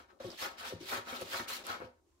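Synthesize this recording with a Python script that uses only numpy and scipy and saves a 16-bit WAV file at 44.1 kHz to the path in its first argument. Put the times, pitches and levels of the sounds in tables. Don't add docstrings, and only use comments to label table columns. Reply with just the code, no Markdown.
import sys
import numpy as np
from scipy import signal
from scipy.fft import rfft, irfft
from scipy.io import wavfile

SR = 44100
rng = np.random.default_rng(int(sys.argv[2]) if len(sys.argv) > 2 else 0)


def unload_wav(signal):
    wavfile.write(
        sys.argv[1],
        SR,
        np.round(np.clip(np.atleast_2d(signal).T, -1, 1) * 32767).astype(np.int16),
    )


N = 97020
TIME = np.arange(N) / SR
FREQS = np.maximum(np.arange(N + 1) * SR / (2 * N), 1)

GRAINS_PER_S, RATTLES_PER_S = 3400, 4500

# (f/Hz, density/dB per Hz)
RATTLE_COLOUR = [(40, -32), (90, 1.5), (150, -36), (240, 0), (380, -13.5), (450, -1), (560, -0.5),
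                 (750, 0.5), (1100, 5.5), (1520, 5), (1850, -1), (2800, -8), (5000, -29)]
# (f/Hz, correlation)
ROOM_LIKENESS = [(350, 0.77), (900, 0), (2000, 0.02)]


def from_db(db):
    return 10 ** (np.asarray(db) / 20)


def rms_one(x):
    return x / np.sqrt(np.mean(x ** 2) + 1e-20)


def at_freqs(points):
    hz, value = np.transpose(points)
    return np.interp(np.log(FREQS), np.log(hz), value)


def shape(x, gain):
    return irfft(rfft(x, 2 * N) * gain)[..., :N]


def colour(x, spectrum):
    return rms_one(shape(x, from_db(at_freqs(spectrum))))


def stereo(pair, likeness):
    correlation = np.clip(at_freqs(likeness), -.98, .98)
    mid = shape(pair[0], np.sqrt(1 + correlation))
    side = shape(pair[1], np.sqrt(1 - correlation))
    return np.array([mid + side, mid - side])


def pan(left_db):
    return from_db([[left_db / 2], [-left_db / 2]])


def drift(hz):
    return rms_one(shape(rng.standard_normal(N), 1 / (1 + (FREQS / hz) ** 2) ** 2))


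def grains(per_s, spread_db):
    sizes = from_db(spread_db * np.minimum(rng.exponential(1, (2, N)), 4))
    signs = rng.choice([-1, 1], (2, N))
    return sizes * signs * (rng.random((2, N)) < per_s / SR)


def echoes(x, t60, delay_s):
    t = TIME[:SR // 2]
    tail = rng.standard_normal((2, len(t))) * from_db(-60 * t / t60) * (t > delay_s)
    tail = tail / np.sqrt(np.sum(tail ** 2, axis=1, keepdims=True))
    return signal.fftconvolve(np.atleast_2d(x), tail, axes=1)[:, :N]


def room_noise():
    # (f/Hz, density/dB per Hz)
    air_colour = [(25, -31), (40, -7), (78, -3.5), (150, -25), (260, -16), (355, -5), (450, -20.5),
                  (790, -24), (1040, -22.5), (1470, -33.5), (2500, -35.5), (6500, -32), (16000, -44.5)]
    # (f/Hz, correlation)
    air_likeness = [(80, 0.9), (400, 0.59), (1500, 0), (8000, 0.049)]
    air_db, hum_db, hum_hz = -74, -83, 75.5
    air = rms_one(stereo(colour(rng.standard_normal((2, N)), air_colour), air_likeness))
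    hum = np.sqrt(2) * np.sin(2 * np.pi * hum_hz * TIME) * (1 + 0.31 * drift(13))
    return from_db(air_db) * air + from_db(hum_db) * hum


def room_echoes(dry):
    # (f/Hz, gain/dB)
    tile_colour = [(60, -22), (200, -7), (400, -1), (700, 5), (1400, -8.5), (2000, -5), (6000, 1),
                   (16000, -7.5)]
    room_db = -11
    tail = stereo(echoes(dry, t60=.28, delay_s=0.00636), ROOM_LIKENESS) / np.sqrt(2)
    return shape(tail, from_db(room_db + at_freqs(tile_colour)))


def thin_ring():
    start_s, rise_s, ring_hz, ring_db = 2.11, 0.036, 1042, -86
    swell = np.clip((TIME - start_s) / rise_s, 0, 1)
    return from_db(ring_db) * swell * np.sqrt(2) * np.sin(2 * np.pi * ring_hz * TIME)


def rustle():
    # (t/s, level/dB)
    rustle_levels = [(2.0, -110), (2.08, -83.5), (2.2, -83)]
    # (f/Hz, density/dB per Hz)
    rustle_colour = [(2000, -4), (4500, -10), (6800, -4), (10000, -15), (16000, -20)]
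    level = from_db(np.interp(TIME, *np.transpose(rustle_levels)))
    return level * colour(grains(GRAINS_PER_S, spread_db=3), rustle_colour)


def drag():
    # (t/s, level/dB)
    drag_levels = [(0, -56.5), (0.08, -83), (0.13, -64), (0.19, -73), (0.33, -54), (0.38, -68), (0.6, -65),
                   (0.85, -63.5), (1.05, -62), (1.28, -53), (1.35, -67), (1.66, -56.5), (1.85, -59),
                   (1.91, -71.5), (2.0, -88)]
    # (f/Hz, density/dB per Hz)
    drag_colour = [(30, -38), (70, -8), (130, -28.5), (180, -6.5), (280, -9.5), (370, 1.5), (450, -9.5),
                   (540, -2), (750, -9), (1400, -11), (1900, -41)]
    rub = stereo(colour(grains(RATTLES_PER_S, spread_db=2.5), drag_colour), ROOM_LIKENESS)
    return pan(left_db=5.5) * from_db(np.interp(TIME, *np.transpose(drag_levels))) * rms_one(rub)


def ticks():
    # (t/s, level/dB, centre f/Hz, sharpness Q)
    snaps = [(0.267, -51, 4700, 2), (0.303, -47, 5100, 3.5), (0.317, -49.5, 5200, 4),
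             (0.915, -44, 9000, .6), (0.940, -43, 9000, .6), (1.117, -51, 11000, 1), (1.168, -43, 3800, 4),
             (1.213, -42.5, 7000, .4), (1.342, -36, 1200, 1), (1.400, -38, 1100, 1),
             (1.486, -46, 4700, 2.5), (1.667, -39, 6000, .3), (1.803, -48, 1100, 1.5)]
    decay_s = .0045
    noise, out = rng.standard_normal((2, N)), 0
    for s, db, hz, sharpness in snaps:
        band = 1 / (1 + (sharpness * (FREQS / hz - hz / FREQS)) ** 2)
        crack = rms_one(shape(noise, band))
        out = out + from_db(db) * crack * (TIME >= s) * np.exp(-np.abs(TIME - s) / decay_s)
    return pan(left_db=-2.5) * out


def bumps(scatter_db=3.0):
    # (t/s, strength/dB, extra below 200 Hz/dB)
    blow_list = [(0.203, -52, -1), (0.246, -45.5, 10), (0.259, -50.5, 15), (0.282, -46, 9.5),
                 (0.735, -51, 18), (0.762, -57, 16), (0.815, -56, 13), (0.924, -47, -25), (0.977, -48.5, 8),
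                 (1.129, -48, -13), (1.220, -45, 6), (1.399, -45, 7), (1.416, -56.5, 3.5), (1.701, -49, 1),
                 (1.803, -48, -2), (1.819, -47, 4), (1.840, -53.5, 13.5), (1.867, -63, 5)]
    # (f/Hz, strength/dB, t60/s)
    bottom_modes = [(76.2, -18, 0.17), (108.2, -13.5, 0.17), (162.3, -21, 0.22), (196, -14, 0.082),
                    (245, -7.5, 0.24), (330, -10, 0.22), (404, -14, 0.17), (501, 0.5, 0.061),
                    (547, -3.5, 0.092), (695.6, -12, 0.23), (952, -20, 0.38), (1125, -8, 0.085)]
    bass_below_hz, radiates_above_hz, contact_hz = 200, 71, 1240
    s, db, bass_db = np.transpose(blow_list)
    out = np.zeros(N)
    for hz, mode_db, t60 in bottom_modes:
        strength_db = db + mode_db + bass_db * (hz < bass_below_hz)
        strength_db = strength_db + scatter_db * rng.standard_normal(len(s))
        blows = np.zeros(N)
        blows[(s * SR).astype(int)] = rng.choice([-1, 1], len(s)) * from_db(strength_db)
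        r, w = from_db(-60 / (t60 * SR)), 2 * np.pi * hz / SR
        out += signal.lfilter([0, np.sin(w)], [1, -2 * r * np.cos(w), r * r], blows + 1e-18)
    return signal.lfilter(*signal.butter(2, [radiates_above_hz, contact_hz], "band", fs=SR), out)


def groans(jitter=0.024, rough=0.35, overtone_db=-24, hold=0.55):
    # (t/s, length/s, level/dB, first slip rate f/Hz, last f/Hz)
    slips = [(0.201, 0.015, -44.5, 577, 498), (0.229, 0.039, -49.5, 565, 530), (0.246, 0.05, -46, 400, 328),
             (0.700, 0.018, -51, 525, 525), (0.716, 0.022, -47, 512, 494), (0.723, 0.018, -43, 406, 336),
             (0.806, 0.014, -49, 318, 320), (0.824, 0.015, -50.5, 356, 364),
             (0.844, 0.022, -55.5, 375, 368), (1.122, 0.025, -51, 397, 375),
             (1.123, 0.025, -52.5, 250, 248), (1.202, 0.033, -43, 562, 472), (1.213, 0.028, -46, 388, 335),
             (1.396, 0.043, -53.5, 247.6, 239), (1.398, 0.032, -50, 385, 343),
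             (1.826, 0.065, -54.5, 529, 497)]
    out, wobble, grip = np.zeros(N), drift(340), drift(330)
    for s, length, db, first_hz, last_hz in slips:
        u = np.clip((TIME - s) / length, 0, 1)
        rate_hz = (first_hz + (last_hz - first_hz) * u) * (1 + jitter * wobble)
        phase = 2 * np.pi * np.cumsum(rate_hz * (u > 0)) / SR
        swell = np.abs(np.sin(np.pi * u)) ** hold
        tone = np.sin(phase) + from_db(overtone_db) * np.sin(2 * phase)
        out += from_db(db) * swell * (1 + rough * grip) * tone
    return np.sqrt(2) * out


def tray_bottom():
    left_lag_s = 0.00021
    bottom = groans() + bumps()
    return pan(left_db=3.0) * np.array([np.interp(TIME - left_lag_s, TIME, bottom), bottom])


def walls(x):
    # (f/Hz, width/Hz, gain of the added band/dB)
    resonances = [(250.5, 9.5, 2), (374, 34, 8), (553.6, 13, -1.5), (778, 12, -2), (837, 17, -7.5),
                  (937, 4.7, 6.5), (1100, 17, -5), (1299.4, 27, 7.5), (1422, 49, -4), (1529, 21, -1),
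                  (1686, 15, -5), (1812, 7.3, 2), (2210, 7.5, 8.5), (2412, 65, -7.5), (3230, 26, -1)]
    out = x
    for hz, width, db in resonances:
        out = out + from_db(db) * signal.lfilter(*signal.iirpeak(hz, hz / width, fs=SR), x)
    return out


def stroke_gains(curves):
    fade_db_per_s = 2509
    power = 0
    for rows in curves:
        s, flow_db, rattle_db = np.transpose(rows)
        outside_s = np.abs(TIME - np.clip(TIME, s[0], s[-1]))
        levels_db = np.array([np.interp(TIME, s, flow_db), np.interp(TIME, s, rattle_db)])
        power = power + from_db(levels_db - fade_db_per_s * outside_s) ** 2
    return np.sqrt(power + 1e-18)


def scratches(count=24):
    low_hz, high_hz, sharpness_q, swing_db = 1500, 6000, 34, 7
    out = 0
    for hz in np.geomspace(low_hz, high_hz, count):
        ring = signal.lfilter(*signal.iirpeak(hz, sharpness_q, fs=SR), rng.standard_normal((2, N)))
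        out = out + rms_one(ring) * from_db(swing_db * np.minimum(drift(40), 2))
    return rms_one(out)


def sifting(curves, scratch, grit_db, hiss_db, grit_pan_db, hiss_pan_db):
    # (f/Hz, density/dB per Hz)
    grit_colour = [(900, -37), (1600, -5), (2000, -3), (2600, -0.5), (3700, 2), (5000, -1.5), (6300, -8),
                   (8500, -14), (12000, -22.5), (16000, -44)]
    # (f/Hz, density/dB per Hz)
    hiss_colour = [(3000, -5.5), (5000, -13.5), (7000, 4.5), (8500, -1.5), (11000, 4.5), (14000, 6),
                   (16000, 4.5)]
    # (f/Hz, correlation)
    grain_likeness = [(2000, -0.78), (4200, 0.52), (8000, -0.17)]
    coarse_per_s, coarse_spread_db, coarse_db, scratch_db = 420, 2.0, -5, -10.5

    flow = stroke_gains(curves)[0]
    spots = np.vstack([grains(GRAINS_PER_S, spread_db=4.5) for _ in range(3)])
    spots = spots * from_db(1.0 * drift(62))
    tray_echo = sum(echoes(spot, t60=0.11, delay_s=0) for spot in spots)
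    direct = stereo(spots[:2] + spots[2:4] + spots[4:], grain_likeness)
    fine = tray_echo + from_db(1) * direct
    coarse_trains = grains(coarse_per_s, coarse_spread_db)
    coarse = sum(echoes(spot, t60=.004, delay_s=0) for spot in coarse_trains)

    hits = walls(rms_one(fine) + from_db(coarse_db) * rms_one(coarse))
    hits = hits + from_db(scratch_db) * scratch
    grit = from_db(grit_db) * pan(grit_pan_db) * colour(hits, grit_colour)
    hiss = from_db(hiss_db) * pan(hiss_pan_db) * colour(hits, hiss_colour)
    return flow * (grit + hiss * (flow / flow.max()) ** .5)


def rattling(curves, spectrum, likeness, level_db, pan_db):
    clump_db, spread_db = .9, 3.1
    hits = grains(RATTLES_PER_S, spread_db) * from_db(clump_db * drift(55))
    drumming = rms_one(stereo(colour(hits, spectrum), likeness))
    return from_db(level_db) * pan(pan_db) * walls(drumming * stroke_gains(curves)[1])


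def spill(scratch):
    # (t/s, flow level/dB, rattle level/dB)
    spill_curve = [(1.64, -57, -68), (1.670, -54.5, -50), (1.703, -49, -42), (1.745, -55, -44.5),
                   (1.785, -65.5, -57), (1.797, -66, -60), (1.815, -70.5, -48), (1.85, -66, -59.5),
                   (1.954, -99, -81.5), (2.0, -99, -82)]
    # (f/Hz, correlation)
    likeness = [(100, 0.85), (600, 0.68), (1100, -0.36), (1500, -0.44), (2000, 0.058)]
    sift = sifting([spill_curve], scratch, grit_db=3.0, hiss_db=-7, grit_pan_db=2.0, hiss_pan_db=-8)
    return sift + rattling([spill_curve], RATTLE_COLOUR, likeness, level_db=-0.74, pan_db=2.0)


def last_pull(scratch):
    # (t/s, flow level/dB, rattle level/dB)
    pull_curve = [(1.477, -55, -46.5), (1.483, -44.5, -55), (1.50, -44, -43), (1.516, -46.5, -45.5),
                  (1.545, -45, -46.5), (1.58, -51, -55.5), (1.63, -60, -61)]
    # (f/Hz, correlation)
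    likeness = [(100, 0.96), (450, 1), (800, 0.11), (1300, 0.17), (3000, .2)]
    sift = sifting([pull_curve], scratch, grit_db=1.0, hiss_db=-2.5, grit_pan_db=2.0, hiss_pan_db=-4.5)
    return sift + rattling([pull_curve], RATTLE_COLOUR, likeness, level_db=-3.5, pan_db=3.0)


def pulls(scratch):
    # (t/s, flow level/dB, rattle level/dB)
    pull_curves = [
        [(0.0, -65, -56), (0.01, -64.5, -63.5), (0.076, -84, -78), (0.104, -73.5, -64.5), (0.188, -99, -102),
         (0.19, -76, -83)],
        [(0.57, -70, -64), (0.584, -52.5, -59), (0.602, -50.5, -56), (0.64, -55, -50), (0.654, -49, -48.5),
         (0.695, -49, -55.5), (0.79, -69, -71)],
        [(1.05, -63.5, -65), (1.088, -50, -50), (1.112, -50.5, -49.5), (1.134, -52.5, -49.5),
         (1.168, -47.5, -50.5), (1.184, -53, -56), (1.22, -48.5, -54.5), (1.25, -57.5, -79)],
    ]
    # (f/Hz, correlation)
    likeness = [(100, 1), (400, 1), (700, 0.69), (1000, -0.48), (1300, -0.5), (3000, 0.069)]
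    sift = sifting(pull_curves, scratch, grit_db=1.0, hiss_db=-8, grit_pan_db=1.5, hiss_pan_db=-10.5)
    return sift + rattling(pull_curves, RATTLE_COLOUR, likeness, level_db=2.5, pan_db=3.5)


def pushes(scratch):
    # (t/s, flow level/dB, rattle level/dB)
    push_curves = [
        [(0.19, -109, -96), (0.202, -65, -59.5), (0.244, -60, -59), (0.37, -60.5, -74.5), (0.39, -50.5, -60),
         (0.42, -46.5, -44.5), (0.462, -49, -41.5), (0.488, -55.5, -53.5), (0.57, -75.5, -65)],
        [(0.79, -75, -81), (0.806, -59.5, -75), (0.854, -56, -67), (0.888, -49.5, -56), (0.894, -48, -53.5),
         (0.928, -46, -38), (0.976, -50, -43.5), (1.05, -72, -61)],
        [(1.25, -59, -69), (1.298, -53, -64.5), (1.328, -46.5, -45), (1.344, -47, -40.5), (1.38, -47, -44.5),
         (1.4, -49.5, -42), (1.456, -62, -60.5), (1.465, -75, -54)],
    ]
    # (f/Hz, density/dB per Hz)
    heap_colour = [(40, -19.5), (90, -1), (150, -13.5), (240, -6), (380, -3), (450, -3.5), (560, 4.5),
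                   (750, 2), (1100, 6.5), (1500, 4), (2000, 1), (2800, -8.5), (5000, -27.5)]
    # (f/Hz, correlation)
    likeness = [(100, 0.68), (400, 0.86), (600, 0.56), (1000, -0.25), (1700, -0.23), (3000, -0.1)]
    sift = sifting(push_curves, scratch, grit_db=3.5, hiss_db=-1.5, grit_pan_db=0.3, hiss_pan_db=-5)
    return sift + rattling(push_curves, heap_colour, likeness, level_db=1.0, pan_db=2.5)


def swelling_bands(x, count=28):
    low_hz, high_hz, swing_db, rate_hz = 1400, 9000, 2.2, 45
    centres = np.log(np.geomspace(low_hz, high_hz, count))
    place = np.interp(np.log(FREQS), centres, np.arange(count))
    out = x
    for k in range(1, count - 1):
        band = shape(x, np.maximum(1 - np.abs(place - k), 0))
        out = out + band * (from_db(swing_db * drift(rate_hz)) - 1)
    return out


def scene():
    scratch = scratches()
    litter = swelling_bands(spill(scratch) + last_pull(scratch) + pulls(scratch) + pushes(scratch))
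    dry = thin_ring() + rustle() + drag() + ticks() + tray_bottom() + litter
    return room_noise() + room_echoes(dry) + dry


def record(dry):
    cutoff_hz = 15750
    return shape(dry, 1 / np.sqrt(1 + np.minimum(FREQS / cutoff_hz, 1.2) ** 300))


dry = scene()
out = record(dry)
unload_wav(out)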